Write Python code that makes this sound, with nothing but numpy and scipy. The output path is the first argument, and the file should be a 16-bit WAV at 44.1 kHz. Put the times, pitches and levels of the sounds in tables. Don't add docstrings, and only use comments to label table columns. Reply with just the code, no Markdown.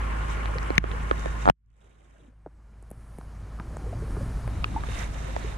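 import sys
import numpy as np
from scipy import signal
from scipy.io import wavfile

SR = 44100
rng = np.random.default_rng(int(sys.argv[2]) if len(sys.argv) > 2 else 0)


def output_pcm(signal):
    pcm = np.clip(np.atleast_2d(signal).T, -1, 1) * 32767
    wavfile.write(sys.argv[1], SR, np.round(pcm).astype(np.int16))


N = 245637
TIME = np.arange(N) / SR

# start_s, relative_pat_db, pitch_hz,
# flat_pitch_ratio, fade_s, knock_db, ring_db, tick_db, tick_hz, thump_db, pan_db
HOUSING_DROPS = [(0.457,-15,913,0.65,0.00068,-27,-24,-22,3600,-38,-2),
                 (0.584,-24.5,2000,.9,0.0014,-33,-30,-21,4500,-41,0),
                 (0.704,-14,610,0.36,.0036,-21.5,-21.5,-20,3700,-42,-4.5),
                 (0.7805,-3,2550,.5,.0005,-12,-1.5,-20,9300,-11.5,11.5),
                 (0.8406,-11.5,634,0.38,.0026,-13.5,-21,-25,3700,-32,-7.5),
                 (0.915,-22,500,.33,.0019,-30,-24,-23,3750,-34,-8),
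                 (1.112,-12.5,738,0.31,0.0043,-7.5,-15.5,-22,3600,-31,-4),
                 (1.2583,-20.5,903,.36,0.0055,-32,-25,-32.5,6440,-30,-3.5),
                 (1.4561,-10.5,1100,.33,0.00091,-21,-22,-19,3670,-22,-1),
                 (1.499,-14,2500,.4,0.00034,-31,-20.5,-21,4070,-11,9),
                 (2.462,2,787,0.34,0.0054,-35,-37,-28,3500,-26,-15),
                 (2.472,-16.5,928,.5,0.0035,-42,-47,-50,4000,-45,-6),
                 (2.826,-24.5,603,.33,.0024,-48,-48,-28,9000,-34,-1),
                 (2.904,-34,600,.33,.001,-53,-50.5,-21.5,9400,-40,0),
                 (2.9135,-13,614,0.35,0.0021,-36,-37,-16,9700,-20,-2),
                 (3.1853,-19.5,615,.33,0.0021,-41,-34,-20,9500,-24,3),
                 (3.212,-23.5,1060,0.41,.0013,-37,-37,-36,4300,-49,-1),
                 (3.599,-25,1640,0.53,0.0048,-22,-52,-34,4430,-24.5,-5),
                 (3.769,-13,710,0.3,0.00056,-56,-39,-27,7600,-45,2.5),
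                 (4.1667,-28.5,900,.33,0.0014,-36,-43,-50,4000,-49,-7),
                 (4.477,-21.5,690,0.31,0.00084,-38,-33.5,-31,9800,-44,10.5),
                 (4.6429,-14,2850,0.72,0.0016,-11,-29,-15,3680,-51,-9),
                 (4.836,-27,1510,0.47,0.0055,-35,-31,-41,4000,-44,-6),
                 (5.3642,-17,940,.45,0.003,-32,-23.5,-24,3800,-44,-4)]
# pitch_hz, level_db, t60_s, port_phase_rad
HOUSING_MODES = [(1220, 4, 0.012, 2.6), (1720, -9, 0.01, 1.2), (2260, -1, 0.0071, 1.9),
                 (3000, -15, 0.0058, 0.54), (3460, -8.5, 0.0036, 0.34), (6450, -27, 0.0033, 0.74)]
# peak_s, bump_db, thud_db, ring_db
RATTLE_BUMPS = [(1.467, -11, -29.5, -35), (1.4777, -2, -15, -24), (1.4886, -2, -13, -20.5),
                (1.499, 2, -13.5, -22)]
# start_s, level_db
PUDDLE_TICKS = [(.630, -35), (.755, -32), (1.195, -32.5), (1.661, -29), (1.703, -28.5), (1.767, -31),
                (1.806, -33)]
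# start_s, level_db, start_pitch_hz, fade_s
AIR_POCKETS = [(0.556, -21.5, 457, 0.0046), (0.934, -31.5, 453, 0.0095), (2.245, -25.5, 290, 0.009),
               (2.28, -15.5, 233, 0.0086), (3.588, -28, 1130, 0.0034), (3.865, -27.5, 457, 0.013),
               (3.928, -22, 642, 0.0054), (4.022, -28.5, 422, 0.012), (4.17, -19.5, 380, 0.0049),
               (4.208, -31.5, 525, 0.0086), (4.75, -22, 254, 0.0093), (4.762, -18.5, 845, .01),
               (4.887, -16.5, 443, 0.0017), (5.285, -38, 505, 0.02), (5.443, -23, 386, 0.0057)]
# start_s, length_s, slosh_db, spray_db
WASHES = [(0.308, 0.027, -63, -53.5), (1.193, 0.11, -69, -56.5), (1.423, 0.028, -48, -54.5),
          (4.535, 0.34, -48.5, -62.5), (4.875, 0.075, -45, -53.5), (4.98, 0.053, -37.5, -48),
          (5.157, 0.37, -45, -56)]
# frequency_hz, pan_db
WASH_PAN = [(60, -0.5), (99, -1.0), (160, -0.5), (270, -1.5), (450, -6.5), (740, 0), (1220, -7.5),
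            (2010, -8.5), (3330, 0.5), (5500, -13), (9080, -9), (15000, 0.5)]
# start_s, length_s, level_db
GURGLE_BOUTS = [(2.12, 0.23, -43), (3.62, 0.48, -54.5), (4.6, 0.16, -63), (5.25, 0.36, -57.5)]
HIGH_HISS_BOUTS = [(2.93, 0.3, -63.5), (3.75, 1, -80), (4.12, 0.15, -71), (4.97, 0.053, -59)]
# firing_rate_multiple, level_db
EXHAUST_ORDERS = [(.5, -25.5), (1, 5.5), (1.5, -27), (2, -13), (3, -14.5), (4, -18.5)]
# frequency_hz, relative_density_db
SLOSH_SPECTRUM = [(240, -29), (400, -9), (700, 4), (841, 3), (1100, -0.5), (1210, -0.5), (1650, -2),
                  (2250, -1.5), (3340, -14), (3720, -9), (4390, -17), (10100, -26), (13700, -35),
                  (15000, -49.5)]
SPRAY_SPECTRUM = [(1500, -9), (2800, -4.5), (3700, 1.5), (4600, -12), (6500, 12.5), (9500, -3.5),
                  (12000, -20.5), (15000, -34)]
TRICKLE_SPECTRUM = [(95, 11.5), (150, 14), (250, -2.5), (450, 7), (700, 1.5), (1100, -7), (1650, -4),
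                    (2300, -6.5), (3500, -9.5), (4600, -8)]
GUTTER_SPECTRUM = [(120, -2.5), (250, -4.5), (420, -6), (700, -7), (1200, -9), (1900, -17), (2800, -28),
                   (3600, -26.5), (5500, -25), (9500, -31), (12000, -40.5), (15000, -50)]
TYRE_SPECTRUM = [(150, -40), (250, -6), (404, -6.5), (540, -7.5), (675, -10.5), (1070, -2.5), (1320, -10),
                 (1700, -6.5), (2750, -17), (3160, -26), (4300, -42), (7430, -28), (12400, -48.5),
                 (15000, -84.5)]
BREEZE_SPECTRUM = [(20, -3), (35, -0.5), (60, -6), (85, 3), (130, -4.5), (190, -15.5), (280, -15),
                   (500, -39)]
# centre_hz, width_hz, relative_db
SPATTER_BANDS = [(1770, 540, 0), (2740, 250, -4), (3700, 180, -3), (6800, 2400, -8.5)]
HIGH_HISS_BANDS = [(9640, 2400, 1), (12100, 2100, -14.5)]
TREAD_BANDS = [(819, 99, -14.5), (1070, 78, -6), (1213, 64, -11), (1421, 64, -9), (1690, 290, -12.5),
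               (2105, 150, -17.5), (2850, 190, -20)]
# frequency_hz, correlation
STEREO_LIKENESS = [(60, 0.58), (130, 0.99), (290, 0.34), (640, -0.32), (1400, -0.19), (2300, 0.32),
                   (3300, 1), (5000, -0.64), (7000, 0.23), (15000, -0.63)]

BOUT_ATTACK_S, BOUT_RELEASE_S = 0.063, 0.035
IDLE_HZ, IDLE_CREEP_HZ_PER_S, ENGINE_DB, ENGINE_FADE_DB_PER_S = 53, .09, -28.5, 1.03
THROB_HZ, THROB_RAMP_S, THROB_DEPTHS = 7.1, (3.2, 4.2), (.08, 0.35)
COLLAPSE_S, RECOVERY_S, RECOVERY_POWER, TROUGH_RISE_S = 1.4995, 2.72, 2.81, 0.071
DUCK_DB, BASS_TROUGH_DB, TREBLE_TROUGH_DB = -12, -28, -25.5
CROSSOVER_HZ, CUTOFF_HZ = 240, 15300


def raindrops(tick_width, spread_s, tick_s, turn, thump_hz, thump_s):
    out, t = np.zeros((2, N)), np.arange(SR // 20) / SR
    for s, db, hz, sag, fade, knock_db, ring_db, tick_db, tick_hz, thump_db, pan_db in HOUSING_DROPS:
        wobble = rms_one(band(rng.standard_normal(len(t)), 170, 370))
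        pitch = hz * (sag + (1 - sag) * np.exp(-t / spread_s)) * (1 + 0.41 * (1 - sag) * wobble)
        landing = 1 - np.exp(-(t * hz * 3) ** 2)
        pat = 1.456 * from_db(db) * landing * np.exp(-t / fade + 2j * np.pi * np.cumsum(pitch) / SR)
        thump = from_db(thump_db) * t / thump_s * np.exp(1 - t / thump_s + 2j * np.pi * thump_hz * t)
        body = housing(t, knock_db, ring_db, pan_db / 2) + at_ports(thump, pan_db / 2, turn=1.8)
        edges = tick_hz * np.exp([-tick_width, tick_width])
        burst = rng.standard_normal(len(t)) * np.exp(-t / tick_s)
        tick = from_db(tick_db) * band(band(burst, *edges), *edges)
        add(out, s, at_ports(pat, pan_db, turn) + body + tick)
    return out


def housing(t, knock_db, ring_db, pan_db):
    out = 0
    for k, (hz, db, t60, turn) in enumerate(HOUSING_MODES):
        attack = 1 - np.exp(-t * hz / .35)
        decay = from_db((ring_db if k else knock_db) + db - 60 * t / t60)
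        out = out + at_ports((-1) ** k * attack * decay * np.exp(2j * np.pi * hz * t), pan_db, turn)
    return out


def rattle(bump_hz, bump_s, overtone_hz, overtone_db, overtone_s, thud_hz, thud_s, turn):
    out, t = np.zeros((2, N)), np.arange(-SR // 100, SR // 100) / SR

    def pulse(db, hz, width_s):
        return from_db(db) * np.exp(2j * np.pi * hz * t) / np.cosh(t / width_s)

    for k, (s, bump_db, thud_db, ring_db) in enumerate(RATTLE_BUMPS):
        bump = pulse(bump_db, bump_hz, bump_s) + pulse(bump_db + overtone_db, overtone_hz, overtone_s)
        thud = pulse(thud_db, thud_hz, thud_s)
        add(out, s + t[0], (-1) ** k * at_ports(bump + thud, 0, turn))
        add(out, s, housing(t[t >= 0], ring_db, ring_db, 0))
    return out


def buzz(level_db, low_hz, high_hz):
    start, end = RATTLE_BUMPS[1][0], RATTLE_BUMPS[-1][0]
    noise = rms_one(band(band(rng.standard_normal((2, N)), low_hz, high_hz), low_hz, high_hz))
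    return from_db(level_db) * held(start, end - start, 0.004, .001) * noise


def plops(shed_db, scatter_s, scatter_octaves, count):
    out = np.zeros((2, N))
    for s, db, hz, fade in AIR_POCKETS:
        add(out, s, at_ports(from_db(db) * bubble(hz, fade, rise=0.047), 0, turn=-0.83))
        for when, size, place in rng.uniform(-1.4, 1, (count, 3)):
            small_hz = hz * 2 ** (size * scatter_octaves)
            small = from_db(shed_db + db / 2) * bubble(small_hz, fade * 0.44, rise=0.092)
            add(out, s + when * scatter_s, at_ports(small, 0, turn=np.pi * place))
    return out


def washes():
    start, length, slosh_db, spray_db = np.transpose(WASHES)
    spatter = resonate(clicks(per_s=630, spread_db=2.0), SPATTER_BANDS) * panned(-4.5)
    slosh = banded_noise(SLOSH_SPECTRUM, flicker_db=2.5, flicker_hz=45, pans=WASH_PAN)
    spray = from_db(-1) * banded_noise(SPRAY_SPECTRUM, flicker_db=3.5, flicker_hz=50, pans=WASH_PAN)
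    return (bouts(zip(start, length, slosh_db)) * slosh
            + bouts(zip(start, length, spray_db)) * (spray + spatter))


def trickle(start_s, length_s, level_db, edge_hz, crackle_db):
    lowpass = signal.ellip(6, 1, 50, edge_hz, fs=SR, output="sos")
    flow = banded_noise(TRICKLE_SPECTRUM, flicker_db=3.5, flicker_hz=30)
    rush = rms_one(signal.sosfilt(lowpass, flow)) * panned(-5.5)
    bursts = band(clicks(per_s=2200, spread_db=1.0), 5900, 8800)
    crackle = from_db(crackle_db) * rms_one(bursts) * panned(-12.5)
    spurts = from_db(2.1 * drift(55))
    return bouts([(start_s, length_s, level_db)]) * spurts * (rush + crackle)


def ticks(fade_s, pan_db):
    out, t = np.zeros((2, N)), np.arange(SR // 50) / SR
    for s, db in PUDDLE_TICKS:
        burst = rng.standard_normal((2, len(t))) * np.exp(-t / fade_s)
        add(out, s, from_db(db) * band(burst, 4500, 8500))
    return out * panned(pan_db)


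def engine(unsteady_db, wander):
    firing_hz = IDLE_HZ + IDLE_CREEP_HZ_PER_S * TIME
    phase = 2 * np.pi * np.cumsum(firing_hz * (1 + wander * drift(4))) / SR
    hum = sum(from_db(db + unsteady_db * drift(21)) * np.sin(order * phase + rng.uniform(0, 2 * np.pi))
              for order, db in EXHAUST_ORDERS)
    throb_phase = 2 * np.pi * np.cumsum(THROB_HZ * (1 + .07 * drift(3))) / SR
    throb = 1 + np.interp(TIME, THROB_RAMP_S, THROB_DEPTHS) * np.sin(throb_phase)
    return from_db(ENGINE_DB - ENGINE_FADE_DB_PER_S * TIME) * throb * rms_one(hum)


def gutter(level_db, pan_db):
    flow = banded_noise(GUTTER_SPECTRUM, flicker_db=1.0, flicker_hz=16)
    return from_db(level_db) * panned(pan_db) * flow


def gurgle(floor_db, count, low_hz, high_hz, fade_cycles, spread_db):
    cloud = np.zeros((2, N))
    for when, size, loud, place in rng.random((count, 4)):
        hz = low_hz * (high_hz / low_hz) ** size
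        wave = from_db(spread_db * loud ** 2) * bubble(hz, fade_cycles / hz, rise=0.014)
        add(cloud, when * N / SR, at_ports(wave, 0, turn=np.pi * (2 * place - 1)))
    return (from_db(floor_db) + bouts(GURGLE_BOUTS)) * rms_one(cloud)


def tyres(traffic_db, car_db):
    level = from_db(traffic_db) + from_db(car_db) * swell(peak_s=0.093, width_s=1.62)
    hiss = banded_noise(TYRE_SPECTRUM, flicker_db=2.5, flicker_hz=27)
    tread = resonate(rng.standard_normal((2, N)), TREAD_BANDS)
    return level * rms_one(hiss + tread)


def breeze(floor_db, gust_db):
    level = from_db(floor_db) + from_db(gust_db) * swell(peak_s=4.26, width_s=0.69)
    return level * banded_noise(BREEZE_SPECTRUM, flicker_db=3.5, flicker_hz=60)


def drizzle(level_db, spread_db, count):
    out = np.zeros((2, N))
    for when, size, loud, place in rng.random((count, 4)):
        hz = 3000 * 2.8 ** size
        tick = from_db(level_db + spread_db * loud ** 2) * bubble(hz, 1.4 / hz, rise=0.03)
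        add(out, when * N / SR, at_ports(tick, 0, turn=np.pi * (2 * place - 1)))
    return out


def high_hiss(floor_db):
    level = from_db(floor_db) + bouts(HIGH_HISS_BOUTS)
    return level * resonate(rng.standard_normal((2, N)), HIGH_HISS_BANDS)


def whistle(start_s, length_s, level_db, start_hz, fall_octaves_per_s, width_hz):
    pitch = start_hz * 2 ** (-fall_octaves_per_s * np.maximum(TIME - start_s, 0))
    phase = 2 * np.pi * np.cumsum(pitch) / SR
    tone = rms_one(drift(width_hz) * np.cos(phase) + drift(width_hz) * np.sin(phase))
    return from_db(level_db) * held(start_s, length_s, 0.018, 0.12) * tone


def bubble(hz, fade_s, rise):
    t = np.arange(int(min(7 * fade_s, .1) * SR) + 1) / SR
    attack = 1 - np.exp(-t * hz)
    return attack * np.exp(-t / fade_s + 2j * np.pi * hz * (t + rise * t * t / (2 * fade_s)))


def clicks(per_s, spread_db):
    born = rng.random(N) < per_s / SR
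    size = from_db(spread_db * np.minimum(rng.exponential(1, N), 3))
    return born * size * rng.standard_normal((2, N)) + 1e-18


def banded_noise(spectrum, flicker_db, flicker_hz, pans=None):
    low, high = spectrum[0][0], spectrum[-1][0]
    edges = 18 * 2 ** (np.arange(26) / 2.55)
    out, white = 0, rng.standard_normal((2, 2, N))
    for k, hz in enumerate(np.sqrt(edges[1:] * edges[:-1])):
        if low < hz < high:
            mid, side = band(white[k % 2], edges[k], edges[k + 1])
            alike = np.clip(at_hz(STEREO_LIKENESS, hz), -1, 1)
            stereo = np.sqrt(1 + alike) * mid + np.sqrt(1 - alike) * side * [[1], [-1]]
            gain = from_db(at_hz(spectrum, hz) + flicker_db * drift(flicker_hz))
            out = out + gain * panned(at_hz(pans, hz) if pans else 0) * stereo
    return rms_one(out)


def resonate(x, bands):
    return sum(from_db(db) * rms_one(band(x, hz - width / 2, hz + width / 2)) for hz, width, db in bands)


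def band(x, low_hz, high_hz):
    edges = [low_hz, min(high_hz, SR / 2 - 1)]
    return signal.sosfilt(signal.butter(2, edges, "band", fs=SR, output="sos"), x)


def drift(rate_hz):
    pole = np.exp(-80 * np.pi * rate_hz / SR)
    slow = signal.lfilter([1], [1, -2 * pole, pole * pole], rng.standard_normal(N // 40 + 2002))[2000:]
    return np.interp(np.arange(N) / 40, np.arange(len(slow)), rms_one(slow))


def held(start_s, length_s, attack_s, release_s):
    before, after = np.maximum(start_s - TIME, 0), np.maximum(TIME - start_s - length_s, 0)
    return np.exp(-before / attack_s - after / release_s)


def swell(peak_s, width_s):
    return np.exp(-((TIME - peak_s) / width_s) ** 2)


def bouts(rows):
    return np.sqrt(sum((from_db(db) * held(s, length, BOUT_ATTACK_S, BOUT_RELEASE_S)) ** 2
                       for s, length, db in rows))


def collapse(fall_s, trough, back_s):
    since = np.maximum(TIME - COLLAPSE_S, 0)
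    risen = np.exp(-np.maximum(back_s - TIME, 0) / TROUGH_RISE_S)
    recovery = (since / RECOVERY_S) ** RECOVERY_POWER
    return np.minimum(np.exp(-since / fall_s) + trough * risen + recovery, 1)


def at_ports(wave, pan_db, turn):
    return np.array([wave.imag, (wave * np.exp(-1j * turn)).imag]) * panned(pan_db)


def panned(pan_db):
    return from_db([[pan_db / 2], [-pan_db / 2]])


def add(out, s, sound):
    at = max(round(s * SR), 0)
    out[:, at:at + sound.shape[-1]] += sound[..., :max(N - at, 0)]


def at_hz(points, hz):
    frequencies, values = np.transpose(points)
    return np.interp(np.log(hz), np.log(frequencies), values)


def from_db(db):
    return 10 ** (np.asarray(db) / 20)


def rms_one(x):
    return x / np.sqrt(np.mean(x ** 2) + 1e-20)


def scene():
    hum = engine(unsteady_db=.7, wander=.005) * panned(-.8)
    drops = raindrops(tick_width=0.24, spread_s=0.003, tick_s=0.00056, turn=2.24,
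                      thump_hz=188.0, thump_s=0.0021)
    bumps = rattle(bump_hz=750, bump_s=0.00055, overtone_hz=1380, overtone_db=-13, overtone_s=.0008,
                   thud_hz=230, thud_s=0.0011, turn=2.36)
    water = plops(shed_db=-25, scatter_s=0.017, scatter_octaves=0.3, count=6)
    water += trickle(start_s=1.72, length_s=0.565, level_db=-40.5, edge_hz=3850, crackle_db=-16.5)
    rain = ticks(fade_s=0.00081, pan_db=-8) + drizzle(level_db=-66, spread_db=4.0, count=70)
    wind = breeze(floor_db=-38.5, gust_db=-38.5)
    water += gutter(level_db=-45.5, pan_db=-2)
    water += gurgle(floor_db=-56, count=650, low_hz=247, high_hz=800, fade_cycles=5.4, spread_db=6.5)
    traffic = tyres(traffic_db=-55, car_db=-37.5)
    water += washes()
    hiss = high_hiss(floor_db=-69)
    bumps += buzz(level_db=-32, low_hz=1000, high_hz=1750)
    hiss += whistle(start_s=2.35, length_s=0.22, level_db=-66, start_hz=8850,
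                    fall_octaves_per_s=0.72, width_hz=140)
    return drops + bumps + water + rain + hum + traffic + wind + hiss


def record(dry):
    mono = held(start_s=2.349, length_s=2.002, attack_s=0.068, release_s=0.34)
    image = (1 - mono) * dry + mono * dry[0]
    bass = signal.sosfilt(signal.butter(2, CROSSOVER_HZ, fs=SR, output="sos"), image)
    duck = from_db(DUCK_DB * held(start_s=.785, length_s=0.035, attack_s=0.00058, release_s=0.038))
    bass_gain = collapse(fall_s=0.0095, trough=from_db(BASS_TROUGH_DB), back_s=1.68)
    treble_gain = collapse(fall_s=0.0052, trough=from_db(TREBLE_TROUGH_DB) * (1 - mono), back_s=1.825)
    heard = bass_gain * bass + duck * treble_gain * (image - bass)
    top_cut = signal.ellip(10, .1, 80, CUTOFF_HZ, fs=SR, output="sos")
    return signal.sosfilt(top_cut, np.clip(heard, -.94, .94))


dry = scene()
out = record(dry)
output_pcm(out)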